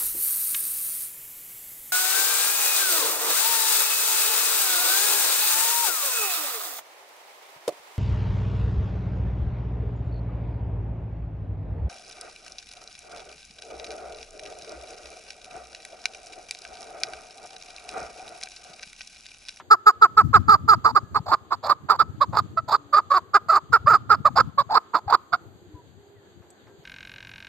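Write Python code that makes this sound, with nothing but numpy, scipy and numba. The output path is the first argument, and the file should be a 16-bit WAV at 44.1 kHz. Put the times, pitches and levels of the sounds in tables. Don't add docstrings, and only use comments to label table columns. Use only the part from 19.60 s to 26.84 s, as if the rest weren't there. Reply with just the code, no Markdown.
import sys
import numpy as np
from scipy import signal
from scipy.fft import rfft, irfft, next_fast_len
from scipy.io import wavfile
from scipy.ndimage import uniform_filter1d, map_coordinates
from numba import njit

SR = 44100
rng = np.random.default_rng(int(sys.argv[2]) if len(sys.argv) > 2 else 0)


def store_pcm(level_fs):
    pcm = np.round(np.clip(level_fs, -1, 1) * 32767).astype(np.int16)
    wavfile.write(sys.argv[1], SR, np.atleast_2d(pcm).T)


def nominal_scale(level):
    x = np.asarray(level, float) / 20
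    return 10 ** x


N = 319284
t = np.arange(N) / SR

# freq_hz, level_db (per Hz)
MURMUR = [(90, -42), (150, -14), (350, 1), (900, -12.5), (2000, -20.5), (2800, -24.5), (4700, -19.5),
          (5300, -53), (6600, -23), (8500, -29), (12500, -36)]
# peak_s, level_db, rise_s, fall_s
GUSTS = [
    (.68, -34.5, 0.13, .55),
    (1.6, -48.5, 0.24, .1),
    (2.299, -47, 0.11, 0.16),
    (2.75, -40.5, .3, .25),
    (4.25, -47.5, 0.24, 0.18),
    (4.698, -40, 0.24, 0.24),
    (5.901, -64, 0.4, .5),
]
# start_s, level_db, pitch_hz
THUMPS = [
    (0.658, -31, 89),
    (1.237, -36.5, 76.2),
    (1.597, -28, 136.5),
    (2.81, -29.5, 120.5),
    (4.198, -37, 80.4),
    (4.245, -27.5, 122.2),
    (4.599, -31.5, 164),
    (5.462, -33.5, 95.5),
    (6.137, -38, 90),
    (7.189, -50.5, 117.8),
]
# start_s, level_db, pitch_hz, width_hz, decay_s
KNOCKS = [
    (0, -38, 1160, 1200, 0.008),
    (6.821, -59.5, 650, 905, 0.05),
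    (6.904, -50, 8170, 2520, 0.005),
    (7.07, -55.5, 850, 1164, 0.031),
]
# full_voice_s, length_s, level_db, onset_hz, pitch_hz
CLUCKS = [(0.113, 0.047, -7, 453.5, 453.4), (.271, 0.047, -7, 460, 444), (.425, 0.048, -7, 465.5, 439.6),
          (0.581, 0.047, -8, 499, 442.4), (0.745, .044, -7.5, 535.1, 446.5),
          (1.365, .033, -10.5, 521.4, 418.9), (1.926, 0.033, -18, 547.4, 365.3),
          (2.406, .032, -11, 581.4, 429.6), (3.752, 0.037, -9.5, 595.4, 453.8),
          (4.138, .046, -10, 579.6, 470.7), (4.511, .052, -10, 600.5, 450.2)]
# full_voice_s, length_s, level_db, onset_hz, pitch_hz
TRAILS = [
    (1.259, .064, -9.5, 538, 415.6),
    (1.56, 0.039, -14, 490.2, 392.7),
    (2.305, .065, -10.5, 570.7, 408.4),
    (5.351, 0.051, -14, 511.8, 386),
]
# full_voice_s, length_s, level_db, pitch_hz, roughness (0-1)
SQUEAKS = [
    (2.614, .04, -12.5, 590.3, 0.43),
    (2.977, 0.034, -17.5, 651.6, 0.19),
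    (4.656, .04, -10, 593.4, .45),
    (4.985, .046, -13.5, 559.6, .35),
    (5.732, 0.036, -15, 668.6, .45),
]
# full_voice_s, length_s, level_db, first_hz, held_hz
DOUBLES = [
    (.897, 0.073, -7.5, 439.3, 405.2),
    (1.096, .063, -8, 423.7, 417.2),
    (3.344, .068, -10, 579.6, 402.9),
    (3.519, 0.081, -12.5, 579.6, 380.5),
    (3.903, .094, -11.5, 621.7, 383.6),
    (4.28, 0.099, -9, 621.2, 424.9),
]
# start_s, swell_s, swell_db, burst_db, swell_hz
CREAKS = [
    (1.667, .053, -28, -11.5, 679),
    (2.037, 0.062, -27, -12, 494.9),
    (2.734, 0.038, -27.5, -15, 464.6),
    (3.087, 0.043, -25.5, -11.5, 460),
    (4.768, 0.017, -16, -10, 676.1),
    (5.102, .052, -22, -11, 694.2),
    (5.484, 0.043, -23.5, -10.5, 682.2),
]
# freq_hz, level_db
CHEST = [(200, -19.5), (400, -23), (650, -18), (950, -18.5), (1300, -14.5), (1700, -27), (2500, -35.5),
         (2900, -41.5), (3300, -66)]
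# freq_hz, level_db
BEAK = [(3000, -45), (3450, -14), (4100, -10), (4700, -1), (5250, -12), (5750, -36), (6400, -18),
        (7300, -13), (8500, -27), (12300, -21)]
# time_s, pan_db (left minus right), left_lead_samples
PLACE = [(0, -1, 7), (1.2, -4, 6), (2.2, -5, 4), (2.7, -5, 0), (3.7, -2.6, 0), (4.7, -4, 3), (5.8, -5.6, 4)]
# time_s, treble_db, under_4k_db, over_6k_db
FACING = [(0, -1, -12, 6.5), (.8, -2.5, -9, 1.5), (1.2, 1.5, -2.5, 4), (1.601, 3, -0.5, -3.5),
          (2.3, 5, 3, -1), (3, 0.5, 4, -2), (3.7, 0.5, 3, 3.5), (4.3, -2.5, -3.5, 2.5), (4.7, 0, 3, 3.5),
          (5.05, 3.5, -1.5, -9.5), (5.25, -1.5, -2, -5), (5.8, 4, 9, 1)]
# start_s, length_s, level_db, from_hz, to_hz
COOS = [
    (3.17, .16, -67.5, 290.4, 287.1),
    (5.8, 0.12, -73, 334.4, 317),
    (6.0, 0.085, -70, 352, 352),
    (6.09, 0.098, -66, 310, 303),
    (6.364, 0.278, -71, 407.4, 403),
    (6.7, 0.24, -76, 347.6, 349.5),
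]
# start_s, length_s, level_db, from_hz, to_hz
PIPES = [
    (.3, 0.12, -76, 455, 460),
    (1.43, 0.09, -78, 1690, 1660),
    (6.14, 0.08, -70, 1013, 952),
    (6.55, .075, -80.5, 2055, 1690),
    (6.605, 0.092, -82.5, 1720, 1660),
    (6.95, 0.091, -87, 4300, 3380),
    (7.06, .11, -81, 1586, 1585),
]
# freq_hz, level_db
MIC = [(30, -24), (70, 3), (8300, 2), (9200, -29.5), (11100, -47), (11500, 4), (13000, 2.5), (13600, -29.5),
       (14300, -56.5)]

SILENT_DB = 42
THROAT_SHUT, THROAT_SLACK = 0.79, 0.89
SAG = .8
CLUCK_RASP_DB, SQUEAK_RASP_DB, DOUBLE_RASP_DB, CREAK_RASP_DB = -26.5, -28.5, -25.5, -22.5


def unit(x):
    return x / np.sqrt(np.mean(x ** 2))


def colour(x, table):
    hz, db = np.transpose(table)
    size = next_fast_len(N)
    bins_hz = np.arange(size // 2 + 1) * SR / size
    gain = nominal_scale(np.interp(np.log(bins_hz + 1), np.log(hz), db))
    return irfft(rfft(x, size) * gain, size)[..., :N]


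def walk(rate):
    k = int(SR / rate)
    steps = np.repeat(rng.standard_normal(N // 20), k)[:N]
    return 1.5 * uniform_filter1d(uniform_filter1d(steps, k), k)


@njit
def resonate(x, hz, width):
    y, b, l = np.empty(len(x)), 0., 0.
    for i in range(len(x)):
        g, k = np.tan(np.pi * hz[i] / SR), width / hz[i]
        v = (b + g * (x[i] - l)) / (1 + g * (g + k))
        b, l, y[i] = 2 * v - b, l + 2 * g * v, k * v
    return y


def village():
    mid = colour(rng.standard_normal(N), MURMUR)
    side = colour(rng.standard_normal(N), MURMUR)
    pair = mid + colour(side, [(300, -10.5), (1200, 0.5)]) * np.array([[1], [-1]])
    murmur = 0
    for hz in 200. * 2 ** np.arange(7):
        octave = colour(pair, [(hz / 2, -25), (hz, 0), (hz * 2, -25)])
        murmur = murmur + nominal_scale(2.2 * walk(16)) * octave
    return nominal_scale(-58.5) * unit(murmur)


def wind():
    gust = nominal_scale(-61)
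    for s, db, rise, fall in GUSTS:
        gust = gust + nominal_scale(db) * np.exp(-((t - s) / np.where(t < s, rise, fall)) ** 2)
    rumble = [(30, -23.5), (60, -5), (100, 5), (180, -4.0), (300, -9), (600, -57)]
    eddies = []
    for _ in range(2):
        buffet = nominal_scale(6.5 * np.minimum(walk(60), 2))
        eddies.append(unit(colour(rng.standard_normal(N) * buffet, rumble)))
    thumps = 0
    for s, db, hz in THUMPS:
        swell = np.exp(-((t - s) * hz / 0.7 - 1.6) ** 2)
        thumps = thumps + nominal_scale(db) * swell * np.sin(2 * np.pi * hz * (t - s))
    return gust * nominal_scale(np.array([[4.], [-4.]])) * np.array(eddies) + nominal_scale(np.array([[4.], [-6.]])) * thumps


def knocks():
    out = 0
    for s, db, hz, width, decay in KNOCKS:
        centre_hz = np.full(N, 1. * hz)
        ring = resonate(rng.standard_normal(N), centre_hz, 1. * width)
        ring = unit(resonate(ring, centre_hz, 1. 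* width))
        out = out + nominal_scale(db) * ring * (t > s) * np.exp(-np.abs(t - s) / decay)
    return out


def settle(onset_hz, hz):
    return .006 + .018 * abs(np.log2(onset_hz / hz))


def opening(s, db, onset_hz, hz, throat_hz, attack):
    return [(s - attack - .007, db - SILENT_DB, onset_hz, THROAT_SHUT * throat_hz),
            (s - attack, db - 14.5, onset_hz, THROAT_SLACK * throat_hz),
            (s, db, hz, throat_hz)]


def closing(end, db, hz, throat_hz):
    return [(end - .014, db - 11.5, hz, THROAT_SLACK * throat_hz),
            (end, db - SILENT_DB, hz, THROAT_SHUT * throat_hz)]


def cluck(s, length, db, onset_hz, hz):
    rough = np.clip(.05 + .05 * (-6.5 - db), .05, .6)
    throat_hz = 3 * hz
    slide = (onset_hz / hz) ** .3
    held_hz = hz / slide
    start = opening(s, db, onset_hz, .93 * hz * slide, throat_hz, settle(onset_hz, hz))
    hold = [(s + .36 * length, db - 8 * rough, held_hz, throat_hz)]
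    return start + hold + closing(s + length, db, SAG * held_hz, throat_hz), rough, CLUCK_RASP_DB


def double(s, length, db, first_hz, hz):
    throat_hz, held_db = 3 * hz, db - 1.5
    break_s, regain_s, push_s = .016, .028, length - .026
    dip_db = 2.5 + 7.5 * np.log2(first_hz / hz)
    held = [(s + break_s, held_db - dip_db, first_hz, throat_hz),
            (s + regain_s, held_db - 1.5, hz, throat_hz),
            (s + (regain_s + push_s) / 2, held_db - 4.5, hz, throat_hz),
            (s + push_s, held_db, hz, throat_hz)]
    start = opening(s, db, 1.08 * first_hz, first_hz, 1.04 * throat_hz, .014)
    rough = .25 * first_hz / hz - .1
    return start + held + closing(s + length, held_db, SAG * hz, throat_hz), rough, DOUBLE_RASP_DB


def trail(s, length, db, onset_hz, hz):
    throat_hz = 3 * hz
    limp_hz = .72 * throat_hz
    tail = [(s + .014, db - 6, .94 * hz, THROAT_SLACK * throat_hz),
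            (s + 0.51 * length, db - 14, hz, THROAT_SHUT * throat_hz),
            (s + length - .008, db - 20, 1.1 * hz, limp_hz),
            (s + length, db - SILENT_DB, hz, limp_hz)]
    return opening(s, db, onset_hz, hz, throat_hz, settle(onset_hz, hz)) + tail, .55, CLUCK_RASP_DB


def creak(s, swell, swell_db, db, hz):
    shut_hz, open_hz = np.array((744, 939)) * (1 + .25 * np.exp(-(swell / .03) ** 2))
    burst, burst_hz, beat_s = s + swell, 460, .011
    low_hz, wide_hz = .88 * burst_hz, 1.22 * open_hz
    rows = [(s - .012, swell_db - 20.5, hz, shut_hz),
            (s, swell_db - 2, hz, shut_hz),
            (burst - .004, swell_db + 2, 692, open_hz),
            (burst, db - 1.5, burst_hz, 1.07 * open_hz),
            (burst + beat_s, db - 6, burst_hz, 1.14 * open_hz),
            (burst + 2 * beat_s, db, low_hz, wide_hz)]
    return rows + closing(burst + 2 * beat_s + .024, db - 5, SAG * low_hz, wide_hz), .8, CREAK_RASP_DB


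def squeak(s, length, db, hz, rough):
    throat_hz = 1.85 * hz
    hold = [(s + .36 * length, db - 2.5, hz, throat_hz)]
    rows = opening(s, db, hz, hz, throat_hz, 0.0053) + hold + closing(s + length, db, hz, throat_hz)
    return rows, np.clip(rough, 0, 1), SQUEAK_RASP_DB


def song():
    kinds = [(cluck, CLUCKS), (trail, TRAILS), (squeak, SQUEAKS), (double, DOUBLES), (creak, CREAKS)]
    notes = [kind(*row) for kind, rows in kinds for row in rows]
    return zip(*sorted(notes, key=lambda note: note[0][0][0]))


@njit
def flap(hz, rough, chance, jitter, scatter):
    pulses, phase, p, k = np.zeros(len(hz) + 1), np.empty(len(hz)), 0., 0
    for i in range(len(hz)):
        step = hz[i] * np.exp(jitter * rough[i] * chance[k, 0]) / SR
        p += step
        if p >= 1:
            p, k = p - 1, k + 1
            size = np.exp(scatter * rough[i] * chance[k, 1]) / np.sqrt(hz[i])
            pulses[i] += size * p / step
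            pulses[i + 1] += size * (1 - p / step)
        phase[i] = p
    return pulses[:-1], phase


def windpipe(source, throat_hz, stutter):
    ring = resonate(source, throat_hz + 30, 160.0)
    body = stutter * colour(source + nominal_scale(21.0) * ring, CHEST)
    return body / np.sqrt(uniform_filter1d(body ** 2, int(.014 * SR)))


def beak(pulses, breath, rough, wide_hz):
    smear = signal.chirp(t[:105], 1500, t[105], 15000)
    hiss = unit(np.convolve(pulses, smear, "same")) + nominal_scale(-3) * (.15 + rough) * breath
    rasp = colour(hiss + nominal_scale(2.5) * resonate(hiss, 3.7 * wide_hz, 400.), BEAK)
    return rasp / np.sqrt(uniform_filter1d(rasp ** 2, int(.03 * SR)))


def partridge():
    notes, note_rough, rasp_db = song()
    s, db, row_hz, throat_hz = np.concatenate(notes).T
    effort = np.interp(t, s, nominal_scale(.7 * db)) ** (1 / .7)
    pitch_hz, throat_hz = np.interp(t, s, row_hz), np.interp(t, s, throat_hz)
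    row = np.clip(np.searchsorted(s, t), 1, len(s) - 1)
    jump = np.abs(np.log(row_hz[row] / row_hz[row - 1])) > .24
    nearest = np.rint(np.interp(t, s, np.arange(len(s)))).astype(int)
    pitch_hz = np.where(jump, row_hz[nearest], pitch_hz)

    which = np.searchsorted([note[-1][0] for note in notes[:-1]], t)
    sounding = sum((t > note[0][0]) & (t < note[-1][0]) for note in notes)
    peak = np.array([nominal_scale(max(row[1] for row in note)) for note in notes])[which]
    wide_hz = np.array([max(row[3] for row in note) for note in notes])[which]
    age = t - np.array([note[0][0] for note in notes])[which]
    effort = np.maximum(effort - .035 * peak, 0)
    push = effort / peak

    harsh = np.array(note_rough)[which] * (1.1 - .3 * push)
    flutter = .45 * np.exp(-(age / .016) ** 2) + .3 * jump + .4 * (1 - push) ** 2
    rough = np.clip(harsh + flutter, 0, 1)
    slip = np.exp(.2 * harsh * walk(110))
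    stutter = nominal_scale(7.5 * harsh * (1 - .7 * push) * np.clip(walk(110), -2, 1.3))

    pulses, phase = flap(pitch_hz * slip, rough, rng.standard_normal((N // 30, 2)), .09, .25)
    pulses = unit(pulses)
    breath = unit(np.exp(-phase / 0.32) * rng.standard_normal(N))
    body = windpipe(pulses + nominal_scale(-5.5) * rough * breath, throat_hz, stutter)
    rasp = beak(pulses, breath, rough, wide_hz)
    rasp_level = nominal_scale(np.array(rasp_db)[which]) * stutter * peak * push ** .95
    return effort * sounding * body, rasp_level * sounding * rasp


def at_ports(body, rasp):
    s, pan_db, lead = np.transpose(PLACE)
    pan_db, lead = np.interp(t, s, pan_db), np.interp(t, s, lead)
    s, *facing_db = np.transpose(FACING)
    treble_db, under_db, top_db = (np.interp(t, s, db) for db in facing_db)
    top = colour(rasp, [(5600, -40), (6100, 0)])
    under = colour(rasp, [(3900, 0), (4400, -40)])
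    bands = [(under_db, under), (0.5, rasp - under - top), (top_db, top)]
    rasp = nominal_scale(treble_db) * sum(nominal_scale(db + 2.5 * walk(140)) * part for db, part in bands)
    low = colour(body, [(800, 0), (1150, -20)])
    high = body - low
    left = low + nominal_scale(1.3 * pan_db) * high
    left = left + nominal_scale(1.3 * pan_db + 1.5 + 0.87 * walk(69)) * rasp
    right = nominal_scale(-2.0) * low + nominal_scale(-.4 * pan_db) * high
    right = right + nominal_scale(-.6 * pan_db + 1.0 + 2.0 * walk(60)) * rasp
    heard_at = np.arange(N) + lead + 1.4 * walk(30)
    return np.array([map_coordinates(left, [heard_at], order=3), right])


def walls(x):
    t60_s, delay_s, level_db = 0.58, .025, -40.5
    lag = t[:SR]
    tail = rng.standard_normal((2, SR)) * nominal_scale(-60 * lag / t60_s) * (lag > delay_s)
    return nominal_scale(level_db) * signal.fftconvolve(x[None], tail / np.sqrt(0.0057 * SR), axes=1)[:, :N]


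def far_birds():
    out = 0
    for s, length, db, from_hz, to_hz in COOS + PIPES:
        fade = np.clip(np.minimum(t - s, s + length - t) / 0.02, 0, 1)
        hz = np.interp(t, [s, s + length], [from_hz, to_hz])
        out = out + fade * nominal_scale(db + 13.5) * np.sin(2 * np.pi * np.cumsum(hz) / SR)
    return out * nominal_scale(np.array([2.5 * walk(14), 2.5 * walk(14)]))


def scene():
    body, rasp = partridge()
    bird = at_ports(body, rasp) + walls(body + nominal_scale(-1.5) * rasp)
    return village() + wind() + knocks() + bird + far_birds()


def low_pass(x):
    return signal.sosfilt(signal.butter(12, 14230, fs=SR, output="sos"), x)


def record(dry):
    rounded = dry / (1 + np.abs(1.4 * dry) ** 4) ** .25
    return low_pass(colour(rounded, MIC))


dry = scene()
out = record(dry)
store_pcm(out)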